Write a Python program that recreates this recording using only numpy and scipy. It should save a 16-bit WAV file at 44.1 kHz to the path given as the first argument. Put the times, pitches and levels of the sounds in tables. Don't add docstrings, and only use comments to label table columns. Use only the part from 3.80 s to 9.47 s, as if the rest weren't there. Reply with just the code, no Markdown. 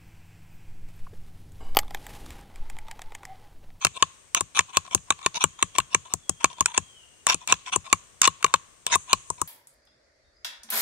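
import sys
import numpy as np
from scipy import signal
from scipy.fft import rfft, irfft
from scipy.io import wavfile

SR = 44100
rng = np.random.default_rng(int(sys.argv[2]) if len(sys.argv) > 2 else 0)


def store_pcm(level_fs):
    pcm = np.round(np.clip(level_fs, -1, 1) * 32767).astype(np.int16)
    wavfile.write(sys.argv[1], SR, np.atleast_2d(pcm).T)


N = 250267
TIME = np.arange(int(.25 * SR)) / SR
BLOW_S = .02
HOLLOW_TOP_HZ, WALL_TOP_HZ = 1200, 5000

# t/s, force level/dB, garlic under the pestle/0-1,
# hollow ring against force/dB, level of the slide on the way down/dB
STROKES = [(0.0488, -17.5, 0.22, -8.5, -34.5), (0.2247, -23, 0.07, 8.5, -43.5),
           (0.608, -21.5, 0.53, -6, -38), (.791, -20.5, 0.12, 1.5, -26), (.97, -21, 0.17, 2, -35.5),
           (1.148, -15, 0.66, -14.5, -35), (1.3044, -23.5, 0.11, 4, -51.5), (1.462, -25.5, 0.08, 5, -38.5),
           (1.6393, -15, 0.36, -5.5, -29), (1.826, -18.5, 0.28, -4.5, -39.5),
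           (1.9836, -18.5, 0.35, 2.5, -37), (2.1465, -18.5, 0.24, -4, -38), (2.3374, -20.5, 1, -13.5, -42),
           (2.494, -20, 0.71, -18, -61), (2.6433, -20, 0.15, 2.5, -38), (2.8072, -19, 0.5, 0, -41.5),
           (2.977, -18, 0.36, -5.5, -33.5), (3.5441, -23.5, 0.46, -18, -28.5),
           (3.7235, -20, 0.1, 1.5, -31.5), (3.9601, -18.5, 0.65, -4.5, -27.5),
           (4.1277, -17.5, 0.19, 1.5, -41.5), (4.475, -19.5, 0.24, 5, -31.5),
           (4.6439, -24.5, 0.12, 11, -47.5), (4.7394, -23, 0.1, 8.5, -47.5),
           (5.1551, -20.5, 0.53, 3, -21.5), (5.3304, -19, .15, 2, -33.5), (5.5016, -26, .93, -0.5, -57),
           (5.6156, -22.5, 0.85, -1.5, -45.5)]
# t/s, force level/dB,
# hollow ring against force/dB, grind length/s, grind level/dB
GLANCES = [(0.5474, -20, -7, 0.027, -28), (2.8584, -18.5, -23, 0.052, -39),
           (3.4673, -18.5, -5.5, 0.051, -23), (3.6749, -29.5, -22, 0.033, -28.5),
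           (4.4168, -16, -12.5, .034, -20), (5.0655, -24.5, -18.5, 0.066, -35)]


def undb(db):
    return 10 ** (np.asarray(db) / 20)


def level(x, db, seconds):
    energy = np.sum(x ** 2, axis=-1, keepdims=True) + 1e-18
    return x * undb(db) * np.sqrt(seconds * SR / energy)


def add(out, start, x):
    i = max(int(start * SR), 0)
    out[:, i:i + x.shape[-1]] += x[..., :N - i]


def colour(x, points):
    hz, db = np.transpose(points)
    f = np.maximum(np.fft.rfftfreq(2 * N, 1 / SR), 1)
    gain = undb(np.interp(np.log(f), np.log(hz), db))
    return irfft(rfft(x, 2 * N) * gain)[..., :N]


def cut(x, hz, kind, order=4):
    return signal.sosfilt(signal.butter(order, hz, kind, fs=SR, output="sos"), x)


def pair(size, apart):
    shared, left, right = rng.standard_normal((3, size))
    apart = np.clip(apart, 0, 1)
    return np.sqrt(1 - apart) * shared + np.sqrt(apart) * np.array([left, right])


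def chance(size, per_s):
    steps = np.arange(size) * per_s / SR
    return np.interp(steps, np.arange(size), rng.standard_normal(size))


def forest(flutter_db=.6):
    # f/Hz, relative level/dB
    foliage = [(25, 9.5), (80, 4.5), (200, -2.5), (500, -2), (750, -6), (1800, -7.5), (3200, -9.5),
               (5000, -16), (7000, -9), (8600, 1), (10000, -17.5), (15000, -29.5)]
    air_db = -54.5
    hiss = level(colour(pair(N, apart=0.95), foliage), air_db, N / SR)
    return hiss * undb(flutter_db * chance(N, per_s=10.0))


def ring(hz, t60):
    return np.sin(2 * np.pi * hz * TIME) * undb(-60 * TIME / t60)


def mortar(force, lo_hz, hi_hz, rubbed=False, scatter_db=0, detune=0):
    # f/Hz, t60/s, relative level struck/dB, relative level rubbed/dB
    metal_modes = [(494, 0.02, 4, -17.5), (745, 0.032, -1, 10.5), (1338, 0.0084, -2.5, -7.5),
                   (1685, 0.014, -7.5, -18), (2363, 0.012, -3.5, -6), (2657, 0.015, -2, -5),
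                   (2995, .015, -5.5, -9.5), (3572, 0.0095, -4, -2.5), (4177, 0.006, -6.5, -14),
                   (5836, 0.015, -9.5, 1), (6880, 0.012, 2, 1.5), (7610, 0.0053, 8.5, 1.5),
                   (8470, 0.0087, 6.5, 2.5), (9137, 0.013, 0, -3.5), (10510, 0.005, -16, -6),
                   (15100, 0.013, -27, -38)]
    response = 0
    for hz, t60, struck_db, rubbed_db in metal_modes:
        if lo_hz <= hz < hi_hz:
            db = (rubbed_db if rubbed else struck_db) + scatter_db * rng.standard_normal()
            shifted_hz = hz * (1 + detune * rng.standard_normal())
            mode = level(ring(shifted_hz, t60), db, BLOW_S)
            sign = 1 if hz < HOLLOW_TOP_HZ else rng.choice([-1, 1])
            response = response + mode * sign
    return signal.fftconvolve(force, response[None], axes=-1)


def cup(force, pitch, detune, choke=0):
    open_hz, open_t60_s, swell_s = 1115, 0.015, 0.0056
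    hz = open_hz * pitch * (1 + detune * rng.standard_normal())
    air = ring(hz, open_t60_s / (1 + choke)) * (1 - np.exp(-TIME / swell_s)) ** 2
    return signal.fftconvolve(force, air[None], axes=-1)


def rubs():
    # t/s, level/dB
    brushes = [(.143, -35.5), (.875, -44.5), (1.048, -42), (1.385, -43), (1.545, -30.5), (2.247, -44),
               (2.702, -41.5), (3.607, -44), (3.861, -35), (4.045, -39.5), (4.667, -43), (5.271, -44)]
    lead_s, clear_s, brush_s = .039, .005, .034
    grind_delay_s = .009
    down = [(t - lead_s, t - clear_s, db) for t, *_, db in STROKES]
    along = [(t + grind_delay_s, t + grind_delay_s + length, db) for t, *_, length, db in GLANCES]
    up = [(t, t + brush_s, db) for t, db in brushes]
    return down + along + up


def scrapes(grit_db=6, chatter_db=4.5, edge_s=.011):
    firm_db = -28.5
    wall_rub_db, hiss_share_db = 1.5, -6
    hiss_growth = 0.47
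    out = np.zeros((2, N))
    for start, end, body_db in rubs():
        firmness_db = body_db - firm_db
        hiss_db = body_db + hiss_share_db + hiss_growth * firmness_db
        length = max(end - start, BLOW_S / 2)
        t = np.arange(int((length + edge_s) * SR)) / SR
        edges = np.clip(np.minimum(t, t[-1] - t) / edge_s, 0, 1)
        pressure = edges * (1 + .5 * t / length)
        grit = grit_db * chance(len(t), per_s=1300)
        chatter = chatter_db * chance(len(t), per_s=221.6)
        force = pair(len(t), apart=0.73) * pressure * undb(grit + chatter)

        air = level(cup(force, pitch=0.928, detune=0.032), -2.0, length)
        base = level(mortar(force, 0, HOLLOW_TOP_HZ, rubbed=True, detune=0.041), -14.5, length)
        bite_db = min(0.55 * firmness_db, 0)
        wall = mortar(force, HOLLOW_TOP_HZ, WALL_TOP_HZ, rubbed=True, scatter_db=2.0, detune=0.027)
        wall = level(wall, bite_db + wall_rub_db, length)
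        hiss = mortar(force, WALL_TOP_HZ, SR, rubbed=True, scatter_db=2.5, detune=0.07)
        body = undb(body_db) * (air + base + wall)
        add(out, start - edge_s / 2, body + level(hiss, hiss_db, length))
    return cut(out, 11000, "low", order=8)


def contacts():
    # t/s, level/dB
    taps = [(.068, -26.5), (0.8066, -33.5), (1.1773, -48.5), (1.3217, -36), (1.961, -38), (2.001, -29.5),
            (2.656, -34.5), (2.8242, -47), (3.7399, -37.5), (4.627, -33), (4.6634, -33.5), (4.759, -42)]
    thud_db, bare_wall_db, cushion_db = -11.5, 9, -40.5
    glance_thud_db, glance_wall_db, glance_pan_db = -29.5, -4.5, -2
    bare_pan_db, padded_pan_db, covered = -10, 3, 0.46
    tap_thud_db, tap_hollow_db, tap_clink_db = -23, -11.5, -5.5

    for start, force_db, garlic, hollow_db, _ in STROKES:
        wall_db = bare_wall_db + cushion_db * garlic
        pan_db = bare_pan_db + (padded_pan_db - bare_pan_db) * min(garlic / covered, 1)
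        yield start, *(force_db + np.array([thud_db, hollow_db, wall_db, 0])), pan_db
    for start, force_db, hollow_db, _, _ in GLANCES:
        yield start, *(force_db + np.array([glance_thud_db, hollow_db, glance_wall_db, 0])), glance_pan_db
    for start, db in taps:
        yield start, *(db + np.array([tap_thud_db, tap_hollow_db, 0, tap_clink_db])), 0


def crush(decay_s, apart, rise_s=0.00081):
    t = TIME[:SR // 40]
    envelope = np.exp(-t / decay_s) * (1 - np.exp(-t / rise_s)) ** 2
    burst = rfft(pair(len(t), apart) * envelope)
    even = irfft(burst / np.abs(burst) ** .7, len(t))
    return even * np.exp(-(t / (BLOW_S / 2)) ** 2)


def soil(loose_db=-9, loose_t60=0.21):
    # delay t/s, f/Hz before detuning, t60/s, relative level/dB
    ground_modes = [(.002, 610, 0.014, -1), (.0028, 364, 0.016, 4.5), (0.0035, 90, 0.04, -12),
                    (0.015, 168, 0.061, -9.5), (0.013, 92, 0.1, -14.5)]
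    bounce = 0
    for delay, hz, t60, db in ground_modes:
        mode = ring(hz * (1 + 0.016 * rng.standard_normal()), t60)
        bounce = bounce + undb(db) * np.interp(TIME - delay, TIME, mode)
    earth = cut(rng.standard_normal(len(TIME)) * undb(-60 * TIME / loose_t60), 150, "low")
    return level(bounce, 0, BLOW_S) + level(earth, loose_db, BLOW_S)


def blows():
    out = np.zeros((2, N))
    for start, thud_db, hollow_db, wall_db, clink_db, pan_db in contacts():
        push = 0.6 * crush(decay_s=0.0018, apart=0.085)
        push[:, int(.0005 * SR)] += 1
        cushion = min(undb(thud_db - hollow_db), 1) ** 2
        hollow = cup(push, pitch=0.97, detune=0.014, choke=cushion)
        add(out, start, level(hollow, hollow_db, BLOW_S))
        knock_db = max(hollow_db - 14.5, thud_db - 4.0)
        knock = mortar(push, 0, HOLLOW_TOP_HZ, detune=0.087)
        add(out, start, level(knock, knock_db, BLOW_S))

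        wall_force = crush(decay_s=0.0012, apart=0.26)
        wall = mortar(wall_force, HOLLOW_TOP_HZ, WALL_TOP_HZ, scatter_db=3.0, detune=0.03)
        add(out, start - .0003, level(wall, wall_db, BLOW_S))
        clink = mortar(crush(decay_s=0.00078, apart=0.43), WALL_TOP_HZ, SR, detune=0.023)
        balance = undb([[0], [-pan_db]])
        add(out, start - .0004, level(clink, clink_db, BLOW_S) * balance)
        add(out, start, level(soil(), thud_db, BLOW_S))
    return out


def trees(x, t60, db):
    t = np.arange(SR) / SR
    tail = rng.standard_normal((2, SR)) * undb(-60 * t / t60) * (1 - np.exp(-t / 0.002))
    return signal.fftconvolve(x, level(tail, db, 1 / SR), axes=-1)[:, :N]


def wash(x, lo_hz, hi_hz, t60, db):
    # f/Hz, relative level/dB
    tree_colour = [(300, -16), (780, -23), (1090, 6.5), (1330, -8.5), (2000, 2), (2700, -5), (4000, -10.5),
                   (5200, -22.5), (6900, 0), (8300, -7), (10000, -22), (15000, -31)]
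    t = np.arange(SR) / SR
    decay = undb(-120 * t / t60) * (1 - np.exp(-t / .012))
    power = np.mean(cut(x, [lo_hz, hi_hz], "band") ** 2, axis=0)
    energy = np.abs(signal.fftconvolve(power, decay / decay.sum())[:N])
    diffuse = cut(colour(pair(N, apart=0.99), tree_colour), [lo_hz, hi_hz], "band")
    return level(diffuse, db, N / SR) * np.sqrt(energy)


def bird(waver_db=4.5, trill_hz=45):
    # start t/s, length/s, first f/Hz, last f/Hz, level/dB
    whistles = [(1.662, 0.47, 3220, 3280, -61), (2.374, 0.24, 3500, 3205, -57.5),
                (2.582, 0.27, 3310, 3140, -57), (2.969, 0.17, 3280, 3204, -55),
                (3.109, .15, 3265, 2815, -53.5), (3.299, 0.15, 2780, 2840, -65)]
    out = np.zeros((2, N))
    for start, length, first_hz, last_hz, db in whistles:
        u = np.linspace(0, 1, int(length * SR))
        slide_hz = last_hz + (first_hz - last_hz) * (1 - u) ** 2
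        hz = slide_hz + trill_hz * chance(len(u), per_s=70.5)
        swell = np.sqrt(u * (1 - u)) * undb(waver_db * chance(len(u), per_s=45))
        tone = np.sin(2 * np.pi * np.cumsum(hz) / SR)
        add(out, start, level(tone * swell, db, length))
    return out


def rustle(flicker_db=2.0):
    # start t/s, length/s, level/dB
    swelling = (5.1, 0.86, -52.5)
    band_hz, rise_s, decay_s = (6470, 9300), 0.066, 0.45
    out = np.zeros((2, N))
    start, length, db = swelling
    t = np.arange(int(length * SR)) / SR
    swell = np.minimum(t / rise_s, 1) * np.exp(-t / decay_s)
    flicker = undb(flicker_db * chance(len(t), per_s=25))
    noise = cut(pair(len(t), apart=.8), band_hz, "band")
    add(out, start, level(noise * swell * flicker, db, length))
    return out


def scene():
    near = blows() + scrapes()
    returns = trees(near, t60=0.066, db=-19.5)
    far = wash(near, 300, 1500, t60=0.79, db=-31.5)
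    far = far + wash(near, 2500, 5400, t60=0.72, db=-28)
    far = far + wash(near, 5000, 11000, t60=0.42, db=-29.5)
    song = bird()
    distant_song = undb(-7.5) * song + trees(song, t60=0.71, db=-2.5)
    return near + returns + far + distant_song + forest() + rustle()


def record(dry):
    # f/Hz, level against the left/dB
    right_port = [(60, -15), (350, -9.5), (750, -4), (1100, -9.5), (1600, -5.5), (2600, -3), (4000, -2.5),
                  (5000, 3), (6400, 7.5), (7200, -1.5), (8500, -14.5), (11000, -4.5), (14000, -4.5)]
    lead_s, low_hz, top_hz = .000068, 47, 15700
    samples = np.arange(N)
    right = np.interp(samples + lead_s * SR, samples, colour(dry[1], right_port))
    both = cut(np.array([dry[0], right]), low_hz, "high", order=2)
    rounded = both / (1 + both ** 4) ** .25
    return signal.sosfilt(signal.ellip(10, .2, 90, top_hz, fs=SR, output="sos"), rounded)


dry = scene()
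out = record(dry)
store_pcm(out)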